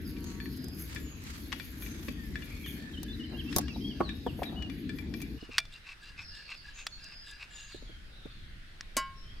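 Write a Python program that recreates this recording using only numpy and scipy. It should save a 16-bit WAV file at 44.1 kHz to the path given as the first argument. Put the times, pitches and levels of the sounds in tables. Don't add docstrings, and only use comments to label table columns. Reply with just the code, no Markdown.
import sys
import numpy as np
from scipy import signal
from scipy.fft import rfft, irfft, next_fast_len
from scipy.io import wavfile
from scipy.ndimage import uniform_filter1d, map_coordinates

SR = 44100
rng = np.random.default_rng(int(sys.argv[2]) if len(sys.argv) > 2 else 0)


def wav_out(sig):
    wavfile.write(sys.argv[1], SR, np.round(np.clip(np.atleast_2d(sig).T, -1, 1) * 32767).astype(np.int16))


N = 414540

BOWL_FROM_S, PAN_FROM_S = 5.385, 7.73
TOP_HZ = 15800

# [t/s, click level/dB, ring level re click/dB, favoured f/Hz]
CLINKS = [(0.167, -40.5, 3, 2220), (0.401, -37, 6.5, 1770), (.457, -36.5, 2, 1750), (0.961, -29.5, 5, 1690),
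          (1.52, -27, -7, 1710), (1.5265, -19.5, -27, 1750), (1.598, -28, 0, 2250), (1.822, -34.5, 4, 2260),
          (1.863, -37, 1, 2300), (2.0838, -28, -14, 2300), (2.086, -31, -15, 2300), (2.356, -31.5, 7, 1750),
          (2.422, -37.5, 12, 2830), (2.662, -33, -2, 1700), (3.527, -27, -9, 1710), (3.682, -31, -6, 2300),
          (4.092, -32.5, 6.5, 1790), (4.433, -26.5, -9, 2320), (4.623, -30.5, -10, 1730),
          (4.698, -31.5, -3, 2300), (4.893, -32.5, 7, 1720), (4.986, -33.5, 2, 2370),
          (5.139, -27.5, -4, 2290), (5.204, -36.5, -13, 3450), (5.218, -38, 4.5, 2350),
          (5.582, -5.5, -6.5, 2460), (5.5868, -15, -13, 2490), (5.601, -28, -6, 2400),
          (5.653, -37, 0, 3450), (5.752, -53, 2, 2800), (5.918, -43, 2, 2580), (6.503, -36, -11, 2810),
          (6.545, -41, 4, 2580), (6.867, -17.5, -13, 3600), (7.722, -36.5, -13, 2550)]
# [f/Hz, level/dB, t60/s]
BOWL_MODES = [(657, -18, .18), (1416, -15, .14), (1690, -17, .18), (1750, -5.5, .07), (2355, -7, .15),
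              (2560, -10, .05), (2830, -12, .07), (3478, -7, .16), (4290, -10, .05), (4720, -12, .09),
              (5146, -18, .1), (8118, -28, .08)]
# [f/Hz, level/dB, t60/s]
CONTACT_MODES = [(1097, -4, 0.017), (1387, -24, 0.012), (1878, 2.5, 0.017), (2610, -5.5, 0.029),
                 (3362, -0.5, 0.03), (3824, -6, 0.03), (4264, -1.5, 0.028), (4650, 1, 0.022),
                 (5400, -34, 0.04), (5850, -15, .028), (7240, -21.5, 0.022), (8280, -22, 0.028)]
# [f/Hz, level/dB per Hz]
CHINA_CLICK = [(200, -51), (450, -38), (750, -5), (1300, 3), (1900, 1.5), (2500, 8.5), (3000, 2.5),
               (3450, 6), (3900, 3), (4350, -3), (5200, 7.5), (6500, -7), (8300, -4), (10500, -16),
               (15000, -20)]
# [f/Hz, level/dB]
DISTANCE = [(900, -1.5), (1800, 4.5), (2400, 5), (3500, -1), (4500, -4), (12000, -6)]
BOUNCE_DB, RESTING_SHARE = -18, .7
CLICK_DB, CONTACT_DB, SPOT_DB = -11, -15.5, 12

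# [t/s, level/dB, crack t60/s, ring level re crack/dB]
PAN_HITS = [(8.809, -22.5, 0.011, -33), (8.9673, -20.5, 0.082, 5)]
# [f/Hz, level/dB, t60/s]
PAN_MODES = [(238, -14, .08), (593, -14, .13), (639, -12, .14), (1077, 0, .42), (1110, 0, .08),
             (1405, -10.5, .32), (1610, -10, .38), (1787, -19, .25), (2460, -19, .14), (3420, -19, .12),
             (1997, -8, .21), (2234, -11, .4), (2724, -22, .35), (2961, -8, .29), (3192, -23, .35),
             (3881, -16, .24), (4339, -12, .13), (4654, -16, .22), (4748, -19, .3), (5071, -9, .1),
             (5356, -14, .19), (5440, -17, .13), (6562, -19, .12), (6982, -20, .11), (7424, -16, .16),
             (7887, -19, .09), (8360, -23, .12), (9900, -25, .1), (11020, -19, .13)]
# [f/Hz, level/dB, t60/s]
RIM_MODES = [(405, -4.5, 0.04), (590, 3.5, 0.035), (4740, -6.5, 0.18), (6200, 1, 0.07), (7350, -6, 0.038),
             (7800, 3, .04), (9070, -2, .05), (12400, -3, .03)]
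# [f/Hz, level/dB per Hz]
GRAZE_TICK = [(300, -20), (1100, -8), (1850, 11), (2800, 1), (4000, -6), (5500, 11.5), (8000, -13),
              (14000, -30)]
STEEL_CLICK = [(100, -31), (250, 6), (450, 6.5), (1100, -5), (3000, -1.5), (5000, -9), (7000, 3.5),
               (10000, -4), (15000, -16)]
WALL_DB, RIM_DB = -12, -14.5

# [t/s, width/s, level/dB]
TURNS = [(5.548, 0.05, -45), (5.898, 0.057, -46.5), (6.209, .05, -47.5), (6.522, 0.056, -46.5),
         (6.795, 0.057, -48.5), (7.13, 0.025, -54.5), (7.425, 0.04, -46.5), (7.718, .025, -58)]
# [t/s, width/s, level/dB, favoured f/Hz]
GLIDES = [(3.1, 0.086, -61.5, 1720), (3.39, 0.054, -58.5, 1700), (3.65, 0.033, -57, 1750),
          (3.98, 0.07, -57.5, 1750), (5.43, 0.05, -55.5, 2720), (5.755, 0.048, -54, 2740),
          (6.075, 0.071, -52.5, 2280), (6.39, 0.083, -52.5, 1980), (6.68, 0.056, -53, 1670),
          (7.05, 0.11, -55.5, 2178), (7.324, 0.085, -53, 1940), (7.6, 0.11, -53.5, 2140),
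          (7.73, .05, -62, 1672)]
# [f/Hz, width/Hz, level/dB]
RUBBED = [(1178, 110, -11), (1550, 55, -7.5), (2430, 400, -2.5), (2698, 108.4, 5), (3950, 780, -12)]
# [f/Hz, level/dB]
SINGING = [(1670, -5), (2760, -4.5), (3580, -17), (4020, -9), (4760, -6)]
# [f/Hz, level/dB per Hz]
SWISH = [(450, -34.5), (900, 6.5), (3000, 2.5), (5000, 8.5), (6500, -2), (8300, -4), (10500, -23),
         (15000, -17)]
SLIPS_PER_S, SLIP_UNEVEN, SLIP_SPREAD_DB, GRIT_DB = 280, .4, 4.5, -8
SINGING_LIFT_DB = 8
SLOSH_SHARE = .017
GLIDE_RUB_DB = -9
SWISH_DB, GLIDE_SWISH_DB = -10.5, -7.5

# [t/s, width/s, level/dB]
SQUELCHES = [(5.735, 0.014, -52.5), (6.04, 0.016, -56), (6.365, 0.023, -55.5), (6.51, 0.015, -58),
             (6.8, .024, -54), (7.29, 0.045, -53.5), (7.42, .02, -63), (7.59, 0.095, -56.5),
             (7.74, 0.048, -56.5)]
# [f/Hz, level/dB per Hz]
BUBBLES = [(1200, -15), (2600, -2), (3700, 14.5), (4400, -2), (6200, -13), (7700, 0.5), (9200, -9.5),
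           (11000, -17), (15000, -24)]
# [t/s, level/dB, f/Hz]
POPS = [(6.575, -54, 4640), (7.043, -46, 5740), (7.311, -49, 7400)]
BUBBLES_PER_S, POP_T60_S = 1500, 0.028

# [t/s, level/dB, main resonance f/Hz, upper reach f/Hz]
KNOCKS = [(1.526, -34.5, 1100, 1400), (2.083, -25, 230, 397), (3.562, -18.5, 219, 347),
          (3.565, -27, 600, 1090), (3.585, -26.5, 850, 950), (3.76, -35.5, 600, 900),
          (4.004, -16.5, 360, 1240), (4.2634, -21, 450, 830), (4.389, -31.5, 336, 700),
          (4.419, -21.5, 700, 930), (5.425, -33, 298, 390), (5.49, -35, 263, 430), (7.745, -34, 377.6, 497),
          (7.823, -40, 263, 500), (7.894, -41.5, 330, 470), (8.255, -32, 260, 563)]
# [f/Hz, level/dB, t60/s]
BOARD_MODES = [(345, 6, 0.088), (613, -10, 0.2), (938, -8.5, 0.057), (1114, -3, 0.095), (1217, -7.5, 0.079),
               (1725, -4, 0.032), (2190, -6.5, 0.024)]
KNOCK_T60_S = 0.048
HARD_KNOCK_DB = -22
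BOARD_DB, BOARD_GROWS = -27, 2.96

# [t/s, level/dB]
SNAPS = [(.102, -46), (.183, -47.5), (0.242, -33.5), (.573, -38), (0.643, -35), (.684, -37), (0.948, -34),
         (1.239, -38), (3.031, -28.5), (3.563, -9), (3.574, -26), (3.584, -12.5), (5.217, -32.5),
         (5.223, -35.5)]
# [f/Hz, level/dB per Hz]
SNAP = [(200, 9), (1000, -2), (2700, -18.5), (3700, 2.5), (4400, -2.5), (6100, 2.5), (7900, -5.5),
        (9500, -1), (11000, -1.5), (12500, 4.5), (16000, -15.5)]

# [t/s, length/s, f/Hz
# at start, one third, two thirds and end, level/dB, flutter/Hz]
NOTES = [(2.15, .15, 1880, 1840, 1770, 1700, -59, 15), (2.638, .04, 3300, 3200, 3020, 2950, -51, 40),
         (2.664, .026, 3350, 3500, 3500, 3400, -54, 30), (2.67, .04, 2850, 3150, 3280, 2900, -53, 50),
         (2.703, .016, 3350, 3480, 3450, 3300, -56, 50), (2.935, .024, 3330, 3220, 3080, 2950, -52, 30),
         (2.97, .027, 2880, 3020, 3070, 3020, -48, 15), (3.08, .044, 3470, 3530, 3570, 3520, -51, 15),
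         (3.128, .026, 4100, 3980, 3880, 3780, -53, 50), (3.196, .036, 3020, 2920, 2880, 2950, -50, 20),
         (3.228, .034, 2950, 3120, 3050, 2850, -50.5, 25), (3.335, .036, 2770, 2790, 2850, 3020, -55, 20),
         (3.368, .05, 3000, 3280, 3100, 2480, -46.5, 20), (3.459, .052, 2640, 2650, 2740, 2680, -52, 25),
         (3.668, .066, 2650, 2870, 2650, 2520, -53, 25), (3.738, .026, 4050, 3930, 3880, 3820, -55, 50),
         (3.805, .03, 3050, 3130, 3180, 3170, -55, 15), (3.836, .056, 3220, 3240, 3290, 3350, -46, 15),
         (3.885, .042, 3350, 3270, 3050, 2850, -49.5, 20), (4.028, .05, 4600, 4300, 4130, 4050, -54, 130),
         (4.068, .06, 4020, 3830, 3760, 3780, -51, 50), (4.256, .055, 3650, 3300, 2900, 2700, -53, 110),
         (4.448, .055, 3900, 3880, 3720, 3600, -52, 110), (4.558, .11, 2820, 2960, 2900, 2770, -48.5, 12)]
# [t in phrase/s, length/s, start f/Hz, end f/Hz, level/dB, buzz/Hz]
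PHRASE = [(0, 0.064, 5300, 4550, 6, 80), (0.18, 0.091, 6400, 6700, 5.5, 350),
          (0.351, 0.084, 4410, 4350, 6.5, 80), (0.437, 0.336, 4980, 4960, 4.5, 140),
          (0.949, 0.18, 7300, 6600, 4.5, 80)]
# [t/s, level/dB]
PHRASES = [(0.047, -62.5), (6.555, -59.5)]
# [t/s, length/s, start
# f/Hz, end f/Hz, level/dB]
TRILLS = [(1.82, 0.12, 6370, 6190, -60.5), (2.434, 0.36, 2370, 2286, -57.5), (2.771, 0.14, 1794, 1720, -58),
          (3.228, 0.152, 4050, 3960, -65.5), (3.389, 0.64, 4970, 4880, -62.5),
          (4.11, 0.12, 3810, 3790, -65), (6.172, 0.21, 5330, 5060, -57.5), (6.227, 0.33, 4510, 4390, -61),
          (7.012, 0.07, 4950, 4820, -59), (7.682, 0.11, 4750, 3650, -59), (7.849, 0.14, 3400, 3090, -62.5),
          (8.096, 0.25, 4030, 3400, -63.5), (8.285, 0.14, 4420, 4080, -69), (8.361, 0.18, 3440, 3100, -70),
          (8.569, 0.15, 2280, 2740, -76), (9.13, 0.153, 5350, 5390, -66), (9.218, 0.14, 2970, 3420, -63)]
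SINGER_DB = -0.5
TRILL_BUZZ_PER_S = 0.17

# [t/s, level/dB]
RUMBLE = [(0.0, -41.5), (1.69, -49.5), (2.27, -45), (2.59, -47.5), (3.63, -39), (4.5, -44), (5.2, -40.5)]
SIZZLING = [(0.0, -63), (0.63, -65.5), (0.8, -59.5), (1.11, -67), (1.51, -59.5), (1.9, -59.5),
            (2.19, -68.5), (2.73, -62), (3.03, -74.5), (3.58, -68.5), (4.11, -75.5), (4.7, -72),
            (5.25, -68)]
# [f/Hz, level/dB per Hz]
DEEP = [(12, -40), (20, -29), (36, -13.5), (54, -3.5), (74, -3), (113, -17), (140, -12.5), (180, -29),
        (310, -120)]
ROAR = [(59, -40.5), (100, -3), (119, -3.5), (231, 4), (297, 3), (403, -11.5), (453, -12.5), (556, -35.5),
        (650, -41), (840, -55.5), (1430, -120)]
SIZZLE = [(3820, -33.5), (6500, 1), (7560, -19.5), (9510, -16), (11000, 7.5), (12200, 7.5), (15600, -9),
          (16000, -10)]
SIZZLE_SURGE_DB = 4.6
DEEP_DB, DEEP_FOLLOWS = -44, 0.23

# [t/s, width/s, level/dB]
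STEPS = [(.3, 0.1, -54.5), (.8, 0.045, -55), (0.932, 0.078, -48), (1.31, 0.11, -48), (1.56, 0.18, -60),
         (1.88, 0.15, -53), (2.08, 0.05, -59), (2.6, 0.76, -57.5), (3.57, 0.072, -47.5)]
# [f/Hz, level/dB per Hz]
GRASS = [(300, -46), (900, 2), (1800, 6.5), (4000, 1), (7000, -1.5), (14000, -14)]
# [t/s, width/s, level/dB]
RUSTLES = [(3.345, 0.038, -51.5), (4.55, 0.18, -53)]
# [f/Hz, level/dB per Hz]
CLOTH = [(150, -24), (400, -6), (700, 5), (950, -4), (1450, -11), (4500, -40)]

# [multiple of the wingbeat, level/dB]
FLY = [(4, -3.5), (5, 3.5), (6, 2.5), (7, -2), (8, -1)]

# [f/Hz, level/dB per Hz]
FOREST_WIDE = [(200, 9), (500, 4), (900, -3), (1300, -4), (1700, 5), (2300, -0.5), (4700, -1),
               (5700, -11.5), (8500, -19), (13000, -26), (20000, -79)]
FOREST_CLOSE = [(150, -12), (300, -8.5), (600, -9.5), (1000, -13), (1500, -2), (2500, -7), (4000, -8.5),
                (5200, -13), (6800, -24), (12000, -38)]
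# [f/Hz, level/dB per Hz]
WIND = [(12, -9), (20, -0.5), (39, -4.5), (54, -11.5), (107, -16), (189, -23.5), (400, -35.5), (520, -62),
        (880, -120)]
HISS = [(500, 2), (5000, -8), (9500, 0), (11000, -4), (14200, -9), (16000, -18)]
BREEZE_BOWL_DB, BREEZE_PAN_DB, GUST_DB = -53, -48, 2
# [f/Hz, t60/s]
TREES = [(200, 0.23), (2000, 0.58), (6000, 0.88), (14000, 0.29)]


def amp(db):
    return 10 ** (np.asarray(db) / 20)


def unit(x):
    return x / np.sqrt(np.mean(x ** 2) + 1e-20)


def along(points, hz):
    f, v = np.transpose(points)
    return np.interp(np.log(hz + 1), np.log(f + 1), v)


def clock(length):
    return np.arange(int(length * SR)) / SR


def curve(rows):
    s, values = np.transpose(rows)
    return np.interp(np.arange(N) / SR, s, values)


def shot(start, end):
    t = np.arange(N) / SR
    return uniform_filter1d(1. * ((t >= start) & (t < end)), size=128)


def swell(s, width, order=2):
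    distance = np.abs(2 * (np.arange(N) / SR - s) / width)
    return 2 ** (-.5 * np.minimum(distance ** order, 80))


def swells(rows):
    return sum(amp(db) * swell(s, width) for s, width, db in rows)


def wobble(rate, n):
    knots = rng.standard_normal(int(n * rate / SR) + 4)
    return map_coordinates(knots, [np.arange(n) * rate / SR])


def filtered(x, response):
    n = x.shape[-1]
    m = next_fast_len(n + 8192)
    return irfft(rfft(x, m) * response(np.fft.rfftfreq(m, 1 / SR)), m)[..., :n]


def shaped(x, spectrum):
    return filtered(x, lambda hz: amp(along(spectrum, hz)))


def noise(spectrum, n):
    return unit(shaped(rng.standard_normal(n), spectrum))


def wide(spectrum, side_db):
    return noise(spectrum, N) + amp(side_db) * np.array([[1], [-1]]) * noise(spectrum, N)


def leaning(x, left_db):
    return x * amp(np.array([[left_db], [-left_db]]) / 2)


def add(track, s, sound):
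    part = track[max(round(s * SR), 0):][:len(sound)]
    part += sound[:len(part)]


def ring(modes, t, scatter_db):
    out = 0
    for hz, db, t60 in modes:
        decay = amp(db + scatter_db * rng.normal() - 60 * t / t60)
        out = out + decay * np.sin(2 * np.pi * (hz * t + rng.random()))
    return out


def burst(spectrum, t, t60):
    fade = amp(-60 * t / t60)
    x = noise(spectrum, len(t)) * fade
    return x * np.linalg.norm(fade) / np.linalg.norm(x)


def outdoors(x, wet_db, spread_db):
    hz, t, z = signal.stft(rng.standard_normal((2, SR // 2)), SR, nperseg=256)
    decay = amp(-60 * t / along(TREES, hz)[:, None])
    tail = signal.istft(z * decay, SR, nperseg=256)[1]
    echo = signal.fftconvolve(x[None], tail / np.linalg.norm(tail[0]), axes=1)[:, :N]
    near = rng.standard_normal(512) * amp(-60 * np.arange(512) / SR / 0.066)
    side = signal.fftconvolve(x, near / np.linalg.norm(near))[:N]
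    return x + amp(wet_db) * echo + amp(spread_db) * np.array([side, -side])


def bowl_clinks():
    out, t = np.zeros(N), clock(0.51)
    for s, db, ring_db, spot_hz in CLINKS:
        click = amp(CLICK_DB) * burst(CHINA_CLICK, t, t60=0.022)
        click = click + amp(CONTACT_DB) * ring(CONTACT_MODES, t, scatter_db=.7)
        load = 1 + rng.normal(0, .004)
        ring_share = 1 if db > BOUNCE_DB else RESTING_SHARE
        modes = []
        for hz, level, t60 in BOWL_MODES:
            lift_db = SPOT_DB * np.exp(-(np.log(hz / spot_hz) / 0.061) ** 2)
            modes.append((hz * load, level + lift_db, t60 * ring_share))
        ringing = amp(ring_db - 20.5) * ring(modes, t, scatter_db=0.5)
        onset = 1 - np.exp(-t / 0.000143)
        add(out, s, amp(db) * (click + ringing) * onset)
    afar = shot(0, BOWL_FROM_S)
    distant = outdoors(shaped(out * afar, DISTANCE), wet_db=-8, spread_db=-3.0)
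    close = outdoors(out * (1 - afar), wet_db=-36, spread_db=-49)
    return leaning(distant, left_db=9) + close


def pan_clinks():
    out, t = np.zeros(N), clock(.6)
    for (s, db, t60, ring_db), colour in zip(PAN_HITS, [GRAZE_TICK, STEEL_CLICK]):
        crack = amp(-6.0) * burst(colour, t, t60)
        wall = amp(WALL_DB) * ring(PAN_MODES, t, scatter_db=.3)
        rim = amp(RIM_DB) * ring(RIM_MODES, t, scatter_db=.3)
        onset = 1 - np.exp(-t / 0.00018)
        add(out, s, amp(db) * (crack + amp(ring_db) * (wall + rim)) * onset)
    return outdoors(out, wet_db=-52, spread_db=-58)


def slip_friction():
    slip_rate = SLIPS_PER_S * np.exp(SLIP_UNEVEN * wobble(200, N))
    catches = np.diff(np.floor(np.cumsum(slip_rate) / SR), prepend=0)
    slips = catches * amp(SLIP_SPREAD_DB * wobble(220, N))
    return unit(slips) + amp(GRIT_DB) * rng.standard_normal(N)


def rubbed_body(f):
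    body = 0
    for k, (centre, width, db) in enumerate(RUBBED):
        damping = 1j * f * width
        body = body + (-1) ** k * amp(db) * damping / (centre ** 2 - f ** 2 + damping)
    return body / (1 + (f / 5200) ** 4)


def singing(glides, bent_time):
    out = 0
    for hz, db in SINGING:
        drive = 0
        for gain, favoured_hz in glides:
            closeness = np.exp(-(np.log(hz / favoured_hz) / 0.3) ** 2)
            drive = drive + gain * amp(SINGING_LIFT_DB * closeness)
        out = out + drive * amp(db) * wobble(150, N) * np.sin(2 * np.pi * hz * bent_time)
    return out


def stirring():
    scraping = sum(amp(db) * swell(s, width, order=3) for s, width, db in TURNS)
    glides = [(amp(db) * swell(s, width), favoured_hz) for s, width, db, favoured_hz in GLIDES]
    gliding = sum(gain for gain, _ in glides)
    bent_time = np.cumsum(1 + np.clip(SLOSH_SHARE * wobble(9, N), -.1, .1)) / SR
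    rubbed = filtered(slip_friction(), rubbed_body)
    scrape = unit(map_coordinates(rubbed, [bent_time * SR], mode="mirror"))
    swish = unit(noise(SWISH, N) * amp(3.7 * wobble(380, N))) * shot(BOWL_FROM_S, PAN_FROM_S)
    out = (scraping + amp(GLIDE_RUB_DB) * gliding) * scrape
    out = out + singing(glides, bent_time)
    out = out + (amp(SWISH_DB) * scraping + amp(GLIDE_SWISH_DB) * gliding) * swish
    return leaning(outdoors(out, wet_db=-23, spread_db=-39), left_db=1.0)


def cream():
    bursts = (rng.random(N) < BUBBLES_PER_S / SR) * rng.standard_normal(N)
    out = swells(SQUELCHES) * unit(shaped(bursts, BUBBLES))
    t = clock(.04)
    for s, db, hz in POPS:
        colour = [(hz / 3, -25), (hz * .75, -8), (hz, 0), (hz * 1.3, -8), (hz * 2, -25)]
        add(out, s, amp(db) * burst(colour, t, POP_T60_S))
    return outdoors(out, wet_db=-26, spread_db=-26)


def knocks():
    out, t = np.zeros(N), clock(0.27)
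    for s, db, hz, top in KNOCKS:
        force = max(db - HARD_KNOCK_DB, 0)
        colour = [(hz / 6, -20), (hz * .5, -5), (hz * .9, 0), (top, -3), (top * 1.45, -19), (top * 5, -48)]
        thud = amp(-2.5) * burst(colour, t, KNOCK_T60_S)
        board = amp(BOARD_DB + BOARD_GROWS * force) * ring(BOARD_MODES, t, scatter_db=3.5)
        board = board * (s < BOWL_FROM_S)
        add(out, s, amp(db) * (thud + board) * (1 - np.exp(-t / 0.0018)))
    return leaning(outdoors(out, wet_db=-15.5, spread_db=-8.0), left_db=2.5)


def snaps():
    out, t = np.zeros(N), clock(0.065)
    for s, db in SNAPS:
        add(out, s, amp(db - 7.5) * burst(SNAP, t, t60=0.019))
    return leaning(outdoors(out, wet_db=-40, spread_db=-3), left_db=1.5)


def whistle(length, pitches, buzz_hz):
    t = clock(length)
    u = t / length
    bend = np.polyfit(np.linspace(0, 1, len(pitches)), pitches, len(pitches) - 1)
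    hz = np.polyval(bend, u) + buzz_hz * wobble(520, len(t))
    loudness = np.sqrt(np.sin(np.pi * u)) * amp(2.8 * wobble(70.2, len(t)))
    return unit(loudness * np.sin(2 * np.pi * np.cumsum(hz) / SR))


def birds():
    near, far = np.zeros(N), np.zeros(N)
    for s, length, *pitches, db, flutter_hz in NOTES:
        add(near, s, amp(db + SINGER_DB) * whistle(length, pitches, flutter_hz))
    for start, phrase_db in PHRASES:
        for s, length, from_hz, to_hz, db, buzz_hz in PHRASE:
            pitches = [from_hz, to_hz + 0.2 * (from_hz - to_hz), to_hz]
            add(far, start + s, amp(phrase_db + db - 5.5) * whistle(length, pitches, buzz_hz))
    for s, length, from_hz, to_hz, db in TRILLS:
        buzz_hz = from_hz * TRILL_BUZZ_PER_S * length
        add(far, s, amp(db - 1.5) * whistle(length, [from_hz, to_hz], buzz_hz))
    return outdoors(near, wet_db=-6, spread_db=1) + outdoors(far, wet_db=0.0, spread_db=-0.5)


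def fire_rumble():
    rumble_db = curve(RUMBLE)
    deep_db = DEEP_DB + DEEP_FOLLOWS * (rumble_db - rumble_db.mean())
    deep = amp(deep_db + 1.36 * wobble(11, N)) * wide(DEEP, side_db=-24.5)
    roar = amp(rumble_db + 0.5 + 2.07 * wobble(14, N)) * wide(ROAR, side_db=-14.5)
    return leaning(deep + roar, left_db=3.0)


def fire_sizzle():
    spitting = amp(3.4 * wobble(900, N) + 2.2 * wobble(40, N))
    grains = unit(wide(SIZZLE, side_db=-39) * spitting)
    return amp(curve(SIZZLING) + 2.0 + SIZZLE_SURGE_DB * wobble(12, N)) * grains


def grass_steps():
    return swells(STEPS) * unit(wide(GRASS, side_db=2.0) * amp(2.54 * wobble(150, N)))


def cloth_rustles():
    rustle = unit(wide(CLOTH, side_db=-3) * amp(1.7 * wobble(110, N)))
    return leaning(swells(RUSTLES) * rustle, left_db=3.0)


def fireside():
    hush = amp(-53.5) * forest(FOREST_WIDE, patchy_db=3.5)
    layers = fire_rumble() + fire_sizzle() + grass_steps() + cloth_rustles() + hush
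    return layers * shot(0, BOWL_FROM_S)


def fly():
    wing_hz = 188 * (1 + 0.0121 * wobble(12.3, N))
    phase = 2 * np.pi * np.cumsum(wing_hz) / SR
    buzz = sum(amp(db) * np.sin(round(k) * phase) for k, db in FLY)
    return amp(-62.0) * swell(0.32, .25) * unit(buzz)


def forest(spectrum, patchy_db):
    z = signal.stft(rng.standard_normal((2, N)), nperseg=512)[2]
    field = uniform_filter1d(rng.standard_normal(z.shape[1:]), size=6, axis=0)
    field = uniform_filter1d(field, size=24, axis=1)
    pair = signal.istft(z * amp(patchy_db * unit(field)), nperseg=512)[1][:, :N]
    return unit(shaped(pair, spectrum))


def quiet_air():
    close = shot(BOWL_FROM_S, N / SR)
    strength = amp(BREEZE_BOWL_DB) * shot(BOWL_FROM_S, PAN_FROM_S)
    strength = strength + amp(BREEZE_PAN_DB) * shot(PAN_FROM_S, N / SR)
    breeze = strength * amp(GUST_DB * wobble(6, N)) * wide(WIND, side_db=-13.5)
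    leaves = amp(-58) * forest(FOREST_CLOSE, patchy_db=2.0)
    hiss = amp(-75.5) * wide(HISS, side_db=-25)
    return breeze + (leaves + hiss) * close


def scene():
    spoon = bowl_clinks() + pan_clinks() + stirring() + cream()
    return spoon + knocks() + snaps() + birds() + fireside() + fly() + quiet_air()


def record(dry):
    return filtered(dry, lambda hz: 1 / np.sqrt(1 + (hz / TOP_HZ) ** 120))


dry = scene()
out = record(dry)
wav_out(out)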